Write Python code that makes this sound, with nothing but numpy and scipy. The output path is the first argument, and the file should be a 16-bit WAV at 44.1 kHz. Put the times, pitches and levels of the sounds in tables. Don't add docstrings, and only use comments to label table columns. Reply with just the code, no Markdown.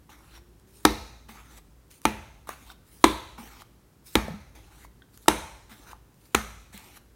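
import sys
import numpy as np
from scipy import signal
from scipy.fft import rfft, irfft
from scipy.io import wavfile
from scipy.ndimage import uniform_filter1d

SR = 44100
rng = np.random.default_rng(int(sys.argv[2]) if len(sys.argv) > 2 else 0)


def to_wav(sig):
    pcm = np.clip(np.atleast_2d(sig), -1, 1) * 32767
    pcm = np.round(pcm).astype(np.int16)
    wavfile.write(sys.argv[1], SR, pcm.T)


N = 315315
T = np.arange(int(0.8 * SR)) / SR


def amp(db):
    return 10 ** (np.asarray(db) / 20)


def evened(x):
    return x / np.sqrt(np.mean(x ** 2) + 1e-20)


def noise(length):
    return rng.standard_normal(length)


def read(points, hz):
    point_hz, value = np.transpose(points)
    return np.interp(np.log(hz + 1), np.log(point_hz + 1), value)


def add(mix, start, sound):
    part = mix[round(start * SR):][:len(sound)]
    part += sound[:len(part)]


def coloured(x, points):
    gain = amp(read(points, np.fft.rfftfreq(len(x), 1 / SR)))
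    return evened(irfft(rfft(x) * gain, len(x)))


def patchy(x, depth_db, size):
    z = signal.stft(x, nperseg=512)[2]
    field = uniform_filter1d(noise(z.shape), size[0], axis=0)
    field = uniform_filter1d(field, size[1], axis=1)
    return evened(signal.istft(z * amp(depth_db * evened(field)), nperseg=512)[1][:len(x)])


def burst(delay, rise):
    u = np.maximum(T - delay, 0) / rise
    return u * np.exp(1 - u)


def gate(t, length, attack, release):
    return np.clip(t / attack, 0, 1) * np.exp(-np.maximum(t - length, 0) / release)


def ring(modes, rise):
    swing = 0
    for k, (hz, db, t60) in enumerate(modes):
        swing = swing + (-1) ** k * amp(db - 60 * T / t60) * np.sin(2 * np.pi * hz * T)
    return swing * (1 - np.exp(-T / rise))


def puff(hz, width):
    f = np.fft.rfftfreq(len(T), 1 / SR)
    resonance = 1 / (1 + ((f - hz) / (width / 2)) ** 2)
    return evened(irfft(rfft(noise(len(T))) * resonance, len(T)))


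def time_in_air(t):
    lifts = [start + length for start, length, *_ in GRIPS]
    landings = [row[0] for row in SLAPS] + [np.inf]
    return sum((t - up) * ((t > up) & (t < down)) for up, down in zip(lifts, landings))


# (frequency [Hz], relative density [dB per Hz])
AIR_COLOUR = [(20, -27.5), (40, -13.5), (70, -14), (100, -10.5), (130, -9), (190, -14.5), (340, -16.5),
              (430, -20), (650, -27), (950, -27.5), (1500, -31), (2500, -36.5), (6000, -38.5), (16000, -40)]
# (frequency [Hz], relative density [dB per Hz])
RUMBLE_COLOUR = [(25, -37.5), (44, -9), (56, 4), (64, -4.5), (78, -19.5), (100, -9.5), (130, -24),
                 (400, -65.5)]
# (time [s], pitch [Hz], peak level [dB])
FAR_DRONE = [(0.098, 300, -77.5), (0.399, 343.7, -61), (0.62, 370, -68), (.8, 405, -63.5),
             (1.098, 410, -70.5)]


def background(air_db=-59.5, hum_hz=56.9, hum_db=-64, rest_db=-56, sink_db_per_s=29.5):
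    t = np.arange(N) / SR
    rumble_db = rest_db - sink_db_per_s * uniform_filter1d(time_in_air(t), size=400)
    rumble = amp(rumble_db) * coloured(noise(N), RUMBLE_COLOUR)
    hum = amp(hum_db) * np.sin(2 * np.pi * (hum_hz * t + rng.random()))
    time, pitch, level = np.transpose(FAR_DRONE)
    far_phase = 2 * np.pi * np.cumsum(np.interp(t, time, pitch)) / SR
    far = amp(np.interp(t, time, level)) * np.sin(far_phase) * (t < time[-1])
    air_bed = amp(air_db) * patchy(coloured(noise(N), AIR_COLOUR), depth_db=-0.1, size=(4, 30))
    return rumble + hum + far + air_bed


def friction(pressure, colour, grains_per_s, spread_db, smooth, scuff_db):
    sizes = amp(spread_db * np.minimum(rng.exponential(1, N), 4))
    grains = evened(sizes * rng.choice([-1, 1], N) * (rng.random(N) < grains_per_s / SR))
    scrape = patchy(coloured(grains + smooth * noise(N), colour), depth_db=3.5, size=(8, 12))
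    scuffs = evened(uniform_filter1d(uniform_filter1d(noise(N), size=900), size=400))
    return pressure * amp(scuff_db * scuffs) * scrape


# (time [s], time until lift-off [s], relative landing level [dB], settling time [s], relative lifting level [dB])
GRIPS = [(0.091, 0.29, -51.5, 0.057, -53), (1.284, 0.3, -52, 0.15, -51), (2.470, 0.25, -46.5, 0.089, -50.5),
         (3.377, 0.245, -48.5, 0.17, -53), (4.549, 0.305, -53, 0.071, -51),
         (5.692, 0.23, -51.5, 0.082, -48.5), (6.724, 0.25, -49.5, 0.16, -52.5)]


def grip_pressure(hold_db=-62.5, tighten_s=0.079):
    out = np.zeros(N)
    for start, length, landing_db, settle, lift_db in GRIPS:
        landing = amp(landing_db) * np.exp(-(T / settle) ** 2)
        lifting = amp(lift_db) * np.exp(np.minimum(T - length, 0) / tighten_s)
        pressure = np.sqrt(landing ** 2 + amp(hold_db) ** 2 + lifting ** 2)
        add(out, start, pressure * gate(T, length, attack=0.0055, release=0.007))
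    return out


# (frequency [Hz], relative density [dB per Hz])
RUB_COLOUR = [(150, -25), (250, -1), (586, -12.5), (845, -1.5), (1010, -8), (1260, -4.5), (1610, -8.5),
              (2160, -6.5), (2860, -11.5), (4120, -11.5), (4990, -17), (5440, -14), (13400, -18),
              (16000, -20)]


def rubbing():
    return amp(0.5) * friction(grip_pressure(), RUB_COLOUR, grains_per_s=900, spread_db=0.9,
                               smooth=1.4, scuff_db=1.5)


# (time [s], relative level [dB], pitch [Hz], click weight against the body [dB])
PATS = [(0.092, -36, 832, -20), (.374, -39, 897, -10.5), (0.598, -59, 1480, 11), (1.291, -32, 1070, -20),
        (1.587, -39.5, 934, -22.5), (1.913, -52.5, 2214, 16), (2.017, -55, 1765, 18.5),
        (2.472, -34.5, 1117, -3), (2.4909, -17, 1068, -4.5), (3.381, -35.5, 960, -17),
        (3.620, -36.5, 1138, -1.5), (4.282, -25.5, 590, -14), (4.553, -50, 1360, -6),
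        (4.588, -44.5, 855, -6.5), (4.777, -61, 1514, 5.5), (4.847, -35, 1010, -13.5),
        (5.175, -49, 1525, 15), (5.259, -35.5, 1038, -5.5), (5.931, -32, 943, -16),
        (6.143, -66, 1500, 18.5), (6.777, -35, 2110, 5), (6.972, -39, 910, -15.5)]


def finger_pats():
    out = np.zeros(N)
    for start, db, hz, click_db in PATS:
        body = puff(hz, width=500) * burst(0, rise=0.0014)
        click = amp(click_db) * coloured(noise(len(T)), SLIDE_COLOUR) * burst(0, rise=0.00053)
        add(out, start, amp(db - 8.5) * (body + click))
    return out


# (frequency [Hz], t60 [s])
ROOM_T60 = [(100, 0.18), (300, 0.37), (600, 0.76), (1100, 0.68), (3500, 0.8), (7000, 0.88), (11000, 0.66),
            (16000, 0.79)]
# (frequency [Hz], level [dB])
WALL_COLOUR = [(60, -7.5), (200, -0.5), (330, -2), (600, -0.5), (1000, -3.5), (2000, 0), (4000, -2),
               (8000, -5), (16000, -1.5)]


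def fade_in_room(sound, early_db=-42, early_t60=0.19, late_db=-46):
    hz, t, z = signal.stft(sound, SR, nperseg=256)
    late = amp(late_db - 60 * t / read(ROOM_T60, hz)[:, None])
    early = amp(early_db - 60 * t / early_t60)
    walls = amp(read(WALL_COLOUR, hz))[:, None]
    tail = signal.istft(z * (late + early) * walls, SR, nperseg=256)[1][:len(T)]
    return tail * np.clip((T - 0.003) / 0.003, 0, 1)


def kitchen(x):
    turn = np.pi * np.arange(N) / SR / 2.3
    out = np.zeros(N)
    for share in (np.cos(turn), np.sin(turn)):
        out += signal.oaconvolve(x * share, fade_in_room(noise(len(T))))[:N]
    return out


# (time [s], length [s], relative level [dB], rise time [s])
RELEASES = [(0.66, 0.21, -57.5, 0.08), (1.898, 0.08, -56.5, 0.01), (2.022, 0.043, -50.5, 0.015),
            (2.836, 0.19, -56.5, 0.09), (4.036, 0.14, -52.5, 0.031), (5.094, 0.29, -62.5, 0.05),
            (6.128, 0.26, -62.5, 0.13)]


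def slide_pressure():
    out = np.zeros(N)
    for start, length, db, rise in RELEASES:
        add(out, start, amp(db) * gate(T, length, attack=rise, release=0.02))
    return out


# (frequency [Hz], relative density [dB per Hz])
SLIDE_COLOUR = [(300, -21.5), (1200, -4), (3000, -5.5), (7000, -2), (10000, -1), (16000, -4)]


def sliding():
    return amp(-0.5) * friction(slide_pressure(), SLIDE_COLOUR, grains_per_s=870, spread_db=3.0,
                                smooth=1.5, scuff_db=2.3)


# (time [s], thump level [dB], thump pitch [Hz],
# wood knock level [dB], hollow level [dB], hollow pitch [Hz], counter boom level [dB], crack level [dB],
# crack delay [s], treble tilt [dB], then two air pockets, each as pitch [Hz], peak height [dB])
SLAPS = [(0.8505, -5, 314.5, -1, -8.5, 910, 1, -9, 0.0015, 1, 4560, 7, 6130, 5),
         (2.0531, -11.5, 324, -7.5, -8, 867, -0.5, -13.5, 0.00027, -1, 2455, 9.5, 6430, 3),
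         (3.0403, -2, 322.7, -1, -1, 994, -0.5, -7, 0.0017, -3.5, 3670, 10, 7700, 6.5),
         (4.1535, -11, 320, -7, -11.5, 868, 2.5, -11.5, 0.00071, -5, 2080, 4.5, 5620, 3),
         (5.2809, -8.5, 334, -7, -2, 896, -2.5, -6, 0.0028, -7, 8450, 8, 5970, 3),
         (6.3460, -25, 337, -10, -10.5, 1273, -3.5, -10.5, 0.0031, 3, 6900, 7.5, 2440, 4)]
# (nominal pitch [Hz], relative level [dB], t60 [s])
BOARD = [(382, -4.5, 0.036), (510, -7.5, 0.03), (706.2, -8, 0.025), (852, -8, 0.039), (1100, -15, .025),
         (1337, -8.5, 0.036), (2120, -13.5, 0.033), (2440, -15, 0.031)]
# (pitch [Hz], relative level [dB], t60 [s])
COUNTER = [(59, -31, 0.47), (172, -20, 0.035), (213.3, -27, 0.31), (239, -24, 0.1)]
# (frequency [Hz], relative density [dB per Hz])
BOOM_COLOUR = [(25, -38), (45, -6), (60, -3), (80, -2.5), (110, -10.5), (135, -12.5), (200, -19.5),
               (400, -47), (1000, -81.5)]


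def slaps(lag=0.4, rumble_db=-36, rumble_t60=0.77):
    out = np.zeros(N)
    for start, thump_db, thump_hz, knock_db, hollow_db, hollow_hz, boom_db, _, delay, *_ in SLAPS:
        thump = amp(thump_db) * ring([(thump_hz, 5, 0.04)], rise=0.0036)
        board = [(hz * rng.uniform(0.94, 1.02), db, t60) for hz, db, t60 in BOARD]
        wood = amp(knock_db) * ring(board, rise=0.0041)
        hollow = amp(hollow_db) * ring([(hollow_hz, 3, 0.022)], rise=0.00038)
        rumble = amp(rumble_db - 60 * T / rumble_t60) * coloured(noise(len(T)), BOOM_COLOUR)
        rumble *= np.minimum(T / 0.0027, 1)
        counter = amp(boom_db) * (ring(COUNTER, rise=0.0011) + rumble)
        add(out, start + lag * delay, thump + wood + hollow + counter)
    return out


# (frequency [Hz], relative density [dB per Hz])
CRACK_COLOUR = [(100, -19.5), (600, -0.5), (1300, 3), (2300, 0), (3000, -5), (4000, -1.5), (4900, -11),
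                (6200, -5), (7200, -12), (9200, -7), (12000, -9.5), (16000, -21.5)]


def air(treble_db, pockets, pocket_octaves=0.24):
    f = np.geomspace(80, 17000, 160)
    peaks = 0
    for hz, db in np.reshape(pockets, (-1, 2)):
        peaks = peaks + db * np.exp(-(np.log2(f / hz) / pocket_octaves) ** 2)
    tilt = treble_db * f / (f + 5000)
    return coloured(noise(len(T)), np.c_[f, read(CRACK_COLOUR, f) + peaks + tilt])


# (frequency [Hz], relative density [dB per Hz])
SMACK_COLOUR = [(150, -17.5), (400, -2), (600, -6), (850, 1), (1300, 3.5), (1550, -13), (2100, -9.5),
                (3000, -17.5), (8000, -34)]


def cracks(scatter_db, smack_db=-7, spread_octaves=0.37, pocket_share=0.75):
    out = np.zeros(N)
    for row in SLAPS:
        start, (crack_db, delay, treble_db, *pockets) = row[0], row[7:]
        crack = amp(crack_db) * (burst(delay, rise=0.00064) + 0.39 * burst(0, rise=0.0016))
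        smack = amp(crack_db + smack_db) * burst(0, rise=0.0023)
        direct = crack * air(treble_db, pockets) + smack * coloured(noise(len(T)), SMACK_COLOUR)
        blurred = np.reshape(pockets, (-1, 2)) * [1, pocket_share]
        wash = np.linalg.norm(crack) * air(treble_db, blurred, spread_octaves)
        wash = wash + np.linalg.norm(smack) * coloured(noise(len(T)), SMACK_COLOUR)
        wash = wash.std() * patchy(wash, depth_db=2.2, size=(2, 40))
        add(out, start, direct + amp(scatter_db) * fade_in_room(wash))
    return out


# (time [s], relative level [dB], pitch [Hz])
FLOPS = [(1.289, -43.5, 222), (3.385, -39, 232), (3.401, -45, 204), (4.282, -31.5, 221.4),
         (4.305, -30, 163), (4.337, -32.5, 206), (5.713, -46.5, 219), (6.743, -41, 198)]


def dough_flops():
    out = np.zeros(N)
    for start, db, hz in FLOPS:
        body = ring([(hz, 2, 0.13)], rise=0.0022)
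        wood = amp(-6.0) * ring(BOARD, rise=0.0027)
        add(out, start, amp(db) * (body + wood))
    return out


# (time [s], relative level [dB], low pitch [Hz], high pitch [Hz])
TICKS = [(2.7006, -38, 1423, 3633), (5.0199, -44, 1627, 3460)]


def dull_ticks():
    out = np.zeros(N)
    for start, db, low_hz, high_hz in TICKS:
        body = puff(low_hz, width=220) + amp(-1.5) * puff(high_hz, width=400)
        add(out, start, amp(db - 7.5) * body * burst(0, rise=0.0018))
    return out


def scene():
    near = rubbing() + finger_pats() + sliding() + slaps() + dough_flops() + dull_ticks()
    return (background() + near + kitchen(near) + cracks(scatter_db=0.5))[None]


def record(dry, edge_hz=16100):
    clipped = dry / (1 + dry ** 8) ** (1 / 8)
    lowpass = signal.firwin(301, edge_hz, window=("kaiser", 8), fs=SR)
    return signal.oaconvolve(clipped, lowpass[None], "same")


dry = scene()
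out = record(dry)
to_wav(out)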